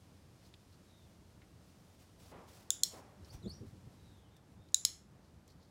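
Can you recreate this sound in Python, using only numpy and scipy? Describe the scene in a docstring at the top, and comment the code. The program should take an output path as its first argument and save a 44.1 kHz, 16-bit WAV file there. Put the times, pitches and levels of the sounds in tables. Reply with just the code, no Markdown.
"""Low town rumble, moving air and a high hiss come first, with tiny ticks, rustles and a far bird.
Then a training clicker is pressed and let go twice in the paved yard: its steel tongue buckles and
springs flat, and each snap rings the modes of tongue and case and echoes off walls and trees.
Around the first pair of snaps something brushes near the microphone and two dull bangs sound far off.
Between the pairs a small bird chirps, in quick upward glides, over a few soft low bumps."""
import sys
import numpy as np
from scipy import signal
from scipy.fft import rfft, irfft, next_fast_len
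from scipy.io import wavfile
from scipy.ndimage import map_coordinates

SR = 44100
rng = np.random.default_rng(int(sys.argv[2]) if len(sys.argv) > 2 else 0)


def transcribe(signal):
    """Save signal, clipped to [-1, 1], as a 16-bit WAV file at the path in sys.argv[1]."""
    frames = np.atleast_2d(signal).T
    limited = np.clip(frames, -1, 1)
    pcm = np.round(limited * 32767).astype(np.int16)
    wavfile.write(sys.argv[1], SR, pcm)


N = 251370

# Modes of tongue and case as the tongue buckles, and as it springs flat.
# Each row: frequency in Hz, swell and decay time in ms, relative level in dB.
BUCKLING_MODES = [(1600, 1, -26.5), (3778, 1, -12), (3893, 1, -9), (5000, 0.73, -12.5), (5700, 0.77, -12.5),
                  (6836, 0.48, -1), (7110, 0.55, 1.5), (8330, .55, -14.5), (9700, .55, -9),
                  (10680, 0.37, -8.5), (13393, 0.45, -23.5), (15310, .45, -15)]
FLATTENING_MODES = [(1485, 0.78, -29), (2583, 0.33, -16.5), (3660, 0.82, -12), (4380, 0.68, -3.5),
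                    (5415, 0.66, -4.5), (6890, 0.71, -2), (7480, 0.5, -1.6), (7950, 0.51, -8.5),
                    (9550, 0.5, -15), (10800, 0.55, -9), (11800, 0.38, -11.5), (13800, 0.43, -17.5),
                    (15200, 0.53, -16)]
# Snaps. Each row: start in seconds, level in dB, tongue tuning ratio, cupped case tuning ratio,
# brightness in dB per octave, sizzle in dB, rebound delay in ms, then rebound, case boom and echo in dB.
PRESSES = [(2.7047, -20, 1.012, .94, 1.5, 2, 0.91, -10, 3, -9),
           (4.7441, -21, 1.008, 1.013, 1.25, -3, .75, 5, -5.5, -11.5)]
RELEASES = [(2.8342, -16.5, 1.012, 0.96, 0.066, 1.5, 1.2, -6, -6.5, -10.5),
            (4.8502, -16, 0.981, 0.95, 0.63, -1.6, 1.299, -3.5, -0.5, -11.5)]
# Spectrum of the case's rattle. Each row: frequency in Hz, level in dB, share of boom, share of sizzle.
RATTLE_SPECTRUM = [(1000, -33.5, 0, 0), (2800, -22, 1, 0), (3550, 3, 0, 0), (8000, -.5, 0, 0),
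                   (11500, -6.5, 0, 0), (13000, -15.5, 0, 1), (16000, -13, 0, 1)]
# Reverberation of the yard. Each row: frequency in Hz, time to fall 60 dB in seconds.
YARD_DECAY = [(1500, 0.5), (4000, 0.28), (7000, 0.3), (11000, .31), (16000, 0.15)]
# Colour of the wall echo, and of the birds' octave. Each row: frequency in Hz, gain in dB.
WALL_RESPONSE = [(1500, 1), (3000, 1), (4000, -5.5), (5400, 1), (7000, -4), (11000, -4.5), (15500, -1.5)]
THROAT_RESPONSE = [(3000, 0), (6000, 0), (7000, 11), (8000, -1), (9500, 2), (10300, -9), (12000, -26)]
# Near bird. Each row: moment of the upward flick in seconds, relative level in dB,
# flick time and lead-in in seconds, top pitch in Hz.
NEAR_CHIRPS = [(3.311, -50, .005, .022, 5920), (3.518, -44, .0105, .093, 5770)]
# Far bird. Each row: start and length in seconds, relative level in dB, top pitch in Hz,
# time to the top in seconds.
FAR_WHISTLES = [(.81, 0.28, -72, 3805, .08), (3.89, 0.42, -72, 3926, .11), (4.3, .1, -71, 3660, .04),
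                (4.55, .15, -73, 3750, .13)]
# Soft contacts. Each row: centre in seconds, push in dB, push frequency in Hz,
# half length in seconds, scuff in dB.
SOFT_BUMPS = [(3.232, -49.5, 74.6, 0.013, -64), (3.349, -37.5, 77, 0.0046, -54),
              (3.398, -49, 95, 0.014, -64), (3.444, -44, 161, 0.0096, -49.5),
              (3.47, -37, 188, 0.013, -40.5), (3.614, -44, 117, 0.0065, -58), (3.637, -52, 222, 0.021, -51),
              (3.675, -49, 99, 0.017, -68), (3.876, -47.5, 119, 0.0074, -61)]
# Distant bangs. Each row: start in seconds, level in dB, hold before fading in seconds.
FAR_BANGS = [(2.312, -54.5, 0.056), (2.926, -56, 0.045)]
# Dry contacts. Each row: start in seconds, relative level in dB, centre frequency in Hz,
# time to fall 60 dB in seconds, gain an octave away in dB.
DRY_TICKS = [(0.5395, -47, 3250, 0.028, -18), (1.4173, -55, 1980, 0.085, -17),
             (3.2466, -54.5, 5170, 0.062, -26), (3.4944, -53, 11000, .012, -20),
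             (4.366, -57, 6000, 0.038, -7), (4.687, -54, 3920, .018, -14), (4.7215, -57, 6900, .014, -30),
             (5.478, -55.5, 6440, 0.033, -6.5)]
# Brushing strokes. Each row: start and hold in seconds, level in dB.
BRUSH_STROKES = [(0.438, .04, -74.5), (1.645, .36, -76), (2.011, 0.018, -69.5), (2.203, 0.1, -65.5),
                 (2.49, 0.073, -64.5), (2.598, 0.021, -65), (2.925, 0.063, -63.5), (3.265, .02, -70.5),
                 (3.333, 0.019, -64), (3.677, 0.015, -73.5)]
# Rustles. Each row: peak time in seconds, level in dB, half length in seconds.
FAINT_RUSTLES = [(0.462, -72.5, 0.024), (0.737, -73, .02), (5.26, -78, 0.039), (5.505, -70, 0.02),
                 (5.631, -74.5, 0.06)]
# Spectra of the noise sources. Each row: frequency in Hz, relative level in dB.
SCUFF_SPECTRUM = [(25, -4), (60, 4.5), (200, 3), (400, 4), (620, -12.5), (760, -23), (2000, -55)]
BANG_SPECTRUM = [(60, -19), (150, -2.5), (300, -1), (520, -1), (750, -1.5), (1100, -4), (1500, -13),
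                 (2200, -15.5), (3500, -27), (8000, -60)]
BRUSH_SPECTRUM = [(200, -5), (700, 9), (1600, -1.5), (3000, -0.5), (5000, 1), (8000, -2.5), (12000, -6),
                  (16000, -7.5)]
RUSTLE_SPECTRUM = [(1500, -26), (3200, -10), (4400, 2), (5500, -4), (8000, -15), (16000, -21)]
TOWN_SPECTRUM = [(15, -40), (25, -25), (38, -13.5), (55, -9), (88, -0.5), (130, -7), (185, -7),
                 (240, -12.5), (320, -15), (600, -33.5), (2000, -90.5)]
AIR_SPECTRUM = [(100, -26), (220, -5.5), (320, -2), (470, -1), (700, -3.5), (1200, -8.5), (2000, -14),
                (3200, -24.5), (8000, -60.5)]
HISS_SPECTRUM = [(600, -40.5), (1500, -9.5), (2500, -2.5), (3500, -1), (5500, -1.5), (7000, -4.5),
                 (9000, -6), (13000, -11), (16000, -16.5)]


def clicker(snaps, modes, ground_s, ground_db, rattle_db, scatter_db, lowest_hz, rattle_t60=0.02):
    """Snap-through buckling: a blow, its rebound and a case rattle, with ground and wall reflections."""
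    out, t = np.zeros(N), np.arange(SR // 30) / SR
    for s, db, tuning, cupping, bright_db, sizzle_db, rebound_ms, rebound_db, boom_db, echo_db in snaps:
        grip = tuning, cupping, bright_db, sizzle_db, boom_db
        blow = tongue(modes, t, *grip)
        rebound = tongue(modes, t - rebound_ms / 1000, *grip)
        snap = blow + amp(rebound_db) * rebound
        colour = [(hz, base_db + boom * boom_db + sizzle * sizzle_db)
                  for hz, base_db, boom, sizzle in RATTLE_SPECTRUM]
        rattle = noise(colour)[:len(t)] * amp(rattle_db - 60 * t / rattle_t60)
        add(out, s, amp(db) * (snap + rattle))
        add(out, s + ground_s, amp(db + ground_db) * snap)
        # the walls gather sound from all sides of the case, so each part scatters its own way
        echo = yard(blow) + amp(rebound_db) * yard(rebound) + amp(scatter_db) * yard(rattle)
        add(out, s, amp(db + echo_db) * echo)
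    return highpass(out, lowest_hz)  # so small a case radiates no bass


def tongue(modes, t, tuning, cupping, bright_db, sizzle_db, boom_db):
    """Modal vibration of steel and case, damped by the thumb; the cupped hand shifts the low modes."""
    hz, life_ms, db = np.transpose(modes)[:, :, None]
    colour_db = bright_db * np.log2(hz / 6000) + boom_db * (hz < 3000) + sizzle_db * (hz > 11500)
    hz = hz * np.where(hz < 4700, cupping, tuning)
    t = np.maximum(t, 0)
    age = t * 1000 / life_ms
    envelope = amp(db + colour_db) * age * np.exp(1 - age)
    return np.sum(envelope * np.sin(2 * np.pi * hz * t), axis=0)


def yard(x, build_up_s=0.0024):
    """Diffuse reverberation: walls and trees scatter sound into a tail whose treble dies first."""
    hz, t, spectra = signal.stft(rng.standard_normal(SR // 2), SR, nperseg=256)
    decay = amp(-60 * t / along(YARD_DECAY, hz)[:, None])
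    tail = signal.istft(spectra * decay, SR, nperseg=256)[1]
    tail *= 1 - np.exp(-np.arange(len(tail)) / SR / build_up_s)
    impulse_response = filtered(tail / np.linalg.norm(tail), lambda f: amp(along(WALL_RESPONSE, f)))
    return signal.fftconvolve(x, impulse_response)


def bird(calls, waver, flutter_db, overtone_db, direct_db, echo_db):
    """Source and filter: a fluttering tone with a weak octave shaped by the throat, and its echo."""
    song = np.zeros(N)
    for hz, strength in calls:
        phase = 2 * np.pi * np.cumsum(hz * (1 + waver * wobble(500))) / SR
        octave = amp(overtone_db + along(THROAT_RESPONSE, 2 * np.abs(hz))) * np.sin(2 * phase)
        song += strength * amp(flutter_db * wobble(180)) * (np.sin(phase) + octave)
    return amp(direct_db) * song + amp(echo_db) * yard(song)[:N]


def chirps(low_hz=4300, dip_hz=900, lift_hz=386, sag_hz_per_s=5000, hold_s=0.039, onset_s=0.0037):
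    """Frequency and amplitude modulation: a dipping lead-in, a grace note, a loud flick, a thin top."""
    t = np.arange(N) / SR
    for s, db, flick_s, lead_s, top_hz in NEAR_CHIRPS:
        flicks = (t - s) / flick_s  # time in flick lengths, zero at mid-glide
        hz = low_hz + (top_hz - low_hz) * (1 + np.tanh(flicks)) / 2
        hz -= sag_hz_per_s * np.clip(t - s - hold_s / 2, 0, .5)
        hz -= dip_hz * bell(flicks, centre=-6.3, width=1.9)
        hz += lift_hz * bell(flicks, centre=-2.72, width=0.71)  # the grace note lifts the pitch
        thin = amp(-14.5) * swell(t, s - lead_s + onset_s, lead_s + hold_s, rise=onset_s, fall=0.019)
        grace = amp(-7.5) * bell(flicks, centre=-3.2, width=0.53)
        accent = bell(flicks, centre=-.85, width=1)
        yield hz, amp(db) * (thin + grace + accent)


def whistles(arch_hz_per_s2=14000):
    """Slow modulation: the pitch follows a parabola while the amplitude swells and fades."""
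    for s, length, db, top_hz, to_top in FAR_WHISTLES:
        age = np.clip(np.arange(N) / SR - s, 0, length)
        hz = top_hz - arch_hz_per_s2 * (age - to_top) ** 2
        yield hz, amp(db) * np.sin(np.pi * age / length)


def bumps():
    """Soft impacts excite low frequencies: a brief pressure push inside a dull scuff."""
    out, t, scuff = np.zeros(N), np.arange(N) / SR, noise(SCUFF_SPECTRUM)
    for s, db, hz, half_s, scuff_db in SOFT_BUMPS:
        push = -amp(db) * np.cos(2 * np.pi * hz * (t - s))
        out += bell(t, s, half_s) * (push + amp(scuff_db) * scuff)
    return out


def bangs(rise_s=0.0046, t60=0.69):
    """Multipath propagation: far bangs arrive as a smear of echoes with little treble."""
    out, t = np.zeros(N), np.arange(SR) / SR
    for s, db, hold_s in FAR_BANGS:
        onset = 1 - np.exp(-t / rise_s)
        fade = amp(db - 60 * np.maximum(t - hold_s, 0) / t60)
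        add(out, s, onset * fade * noise(BANG_SPECTRUM)[:len(t)])
    return out


def ticks(gain_db=-7):
    """Exponential decay: each small dry contact is a noise burst around its own pitch."""
    out, t = np.zeros(N), np.arange(SR // 10) / SR
    for s, db, hz, t60, skirt_db in DRY_TICKS:
        band = [(hz / 4, 2 * skirt_db), (hz, 0), (hz * 4, 2 * skirt_db)]
        add(out, s, noise(band)[:len(t)] * amp(db + gain_db - 60 * t / t60))
    return out


def brushing(grain_db=2.0):
    """Sliding friction: skin or cloth near the microphone gives an uneven hiss with each stroke."""
    t = np.arange(N) / SR
    strokes = sum(amp(db) * swell(t, s, hold, rise=.016, fall=.023) for s, hold, db in BRUSH_STROKES)
    return strokes * amp(grain_db * wobble(120)) * noise(BRUSH_SPECTRUM)


def rustles(grain_db=3):
    """Fast random amplitude modulation makes faint puffs of noise sound grainy."""
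    t = np.arange(N) / SR
    envelope = sum(amp(db) * bell(t, s, half_s) for s, db, half_s in FAINT_RUSTLES)
    return envelope * unit(amp(grain_db * wobble(200)) * noise(RUSTLE_SPECTRUM))


def background():
    """Ambient noise: town rumble and moving air swell once; the high hiss steps down and stays lower."""
    t = np.arange(N) / SR
    town_db = -62.5 + 7.3 * swell(t, start=3.403, hold=0, rise=0.13, fall=0.601)
    air_db = -71 + 3.8 * swell(t, start=3.2, hold=0, rise=.7, fall=.8)
    hiss_drop = (1 + np.tanh((t - 4.2) / 0.039)) / 2
    hiss_db = -73.5 - 4 * hiss_drop
    town = amp(town_db + 1.4 * wobble(16)) * noise(TOWN_SPECTRUM)
    air = amp(air_db + 0.66 * wobble(8.7)) * noise(AIR_SPECTRUM)
    hiss = amp(hiss_db + 0.7 * wobble(15)) * noise(HISS_SPECTRUM)
    return town + air + hiss


def amp(db):
    """Amplitude ratio of a level in decibels."""
    return 10 ** (np.asarray(db) / 20)


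def unit(x):
    """Normalisation to rms 1."""
    return x / np.sqrt(np.mean(x ** 2) + 1e-20)


def along(points, hz):
    """Interpolation of (Hz, value) points on a logarithmic frequency axis."""
    knot_hz, values = np.transpose(points)
    return np.interp(np.log(hz + 1), np.log(knot_hz + 1), values)


def bell(t, centre, width):
    """A bell-shaped pulse, down to 1/e one width from its centre."""
    return np.exp(-((t - centre) / width) ** 2)


def swell(t, start, hold, rise, fall):
    """A rounded envelope that reaches 1 at start, holds and falls."""
    return bell(np.minimum(t, start), start, rise) * bell(np.maximum(t - start, hold), hold, fall)


def wobble(rate):
    """Smooth random modulation with rate knots a second."""
    knots = rng.standard_normal(int(N * rate / SR) + 4)
    return map_coordinates(knots, [np.arange(N) * rate / SR])


def filtered(x, response):
    """Linear filtering: the spectrum is multiplied by a frequency response."""
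    size = next_fast_len(len(x) + 8192)
    return irfft(rfft(x, size) * response(np.fft.rfftfreq(size, 1 / SR)), size)[:len(x)]


def highpass(x, cutoff_hz):
    """Fourth-order attenuation below the cutoff."""
    return signal.sosfilt(signal.butter(4, cutoff_hz, "highpass", fs=SR, output="sos"), x)


def noise(spectrum):
    """White noise shaped to a spectrum, at rms 1."""
    return unit(filtered(rng.standard_normal(N), lambda hz: amp(along(spectrum, hz))))


def add(track, s, sound):
    """Superpose a sound on the track at s seconds."""
    part = track[round(s * SR):][:len(sound)]
    part += sound[:len(part)]


def scene():
    """Superposition: the pressures of all sources add at one microphone."""
    press = clicker(PRESSES, BUCKLING_MODES, ground_s=0.0041, ground_db=-26.5,
                    rattle_db=-19.5, scatter_db=7.0, lowest_hz=1250)
    release = clicker(RELEASES, FLATTENING_MODES, ground_s=0.0066, ground_db=-18.5,
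                      rattle_db=-16.5, scatter_db=3.0, lowest_hz=1270)
    near_bird = bird(chirps(), waver=0.0152, flutter_db=3.0, overtone_db=-15.5, direct_db=-6, echo_db=-11)
    far_bird = bird(whistles(), waver=0.03, flutter_db=2.5, overtone_db=-36, direct_db=-4.5, echo_db=-2)
    small_sounds = ticks() + rustles() + bumps() + bangs() + brushing()
    return (press + release + near_bird + far_bird + small_sounds + background())[None]


def record(dry, lowest_hz=32, top_hz=15900):
    """Band limiting: the microphone sheds the deepest bass and the recorder cuts the highest treble."""
    sound = highpass(dry[0], lowest_hz)
    return filtered(sound, lambda hz: 1 / np.sqrt(1 + (hz / top_hz) ** 120))[None]


dry = scene()
out = record(dry)
transcribe(out)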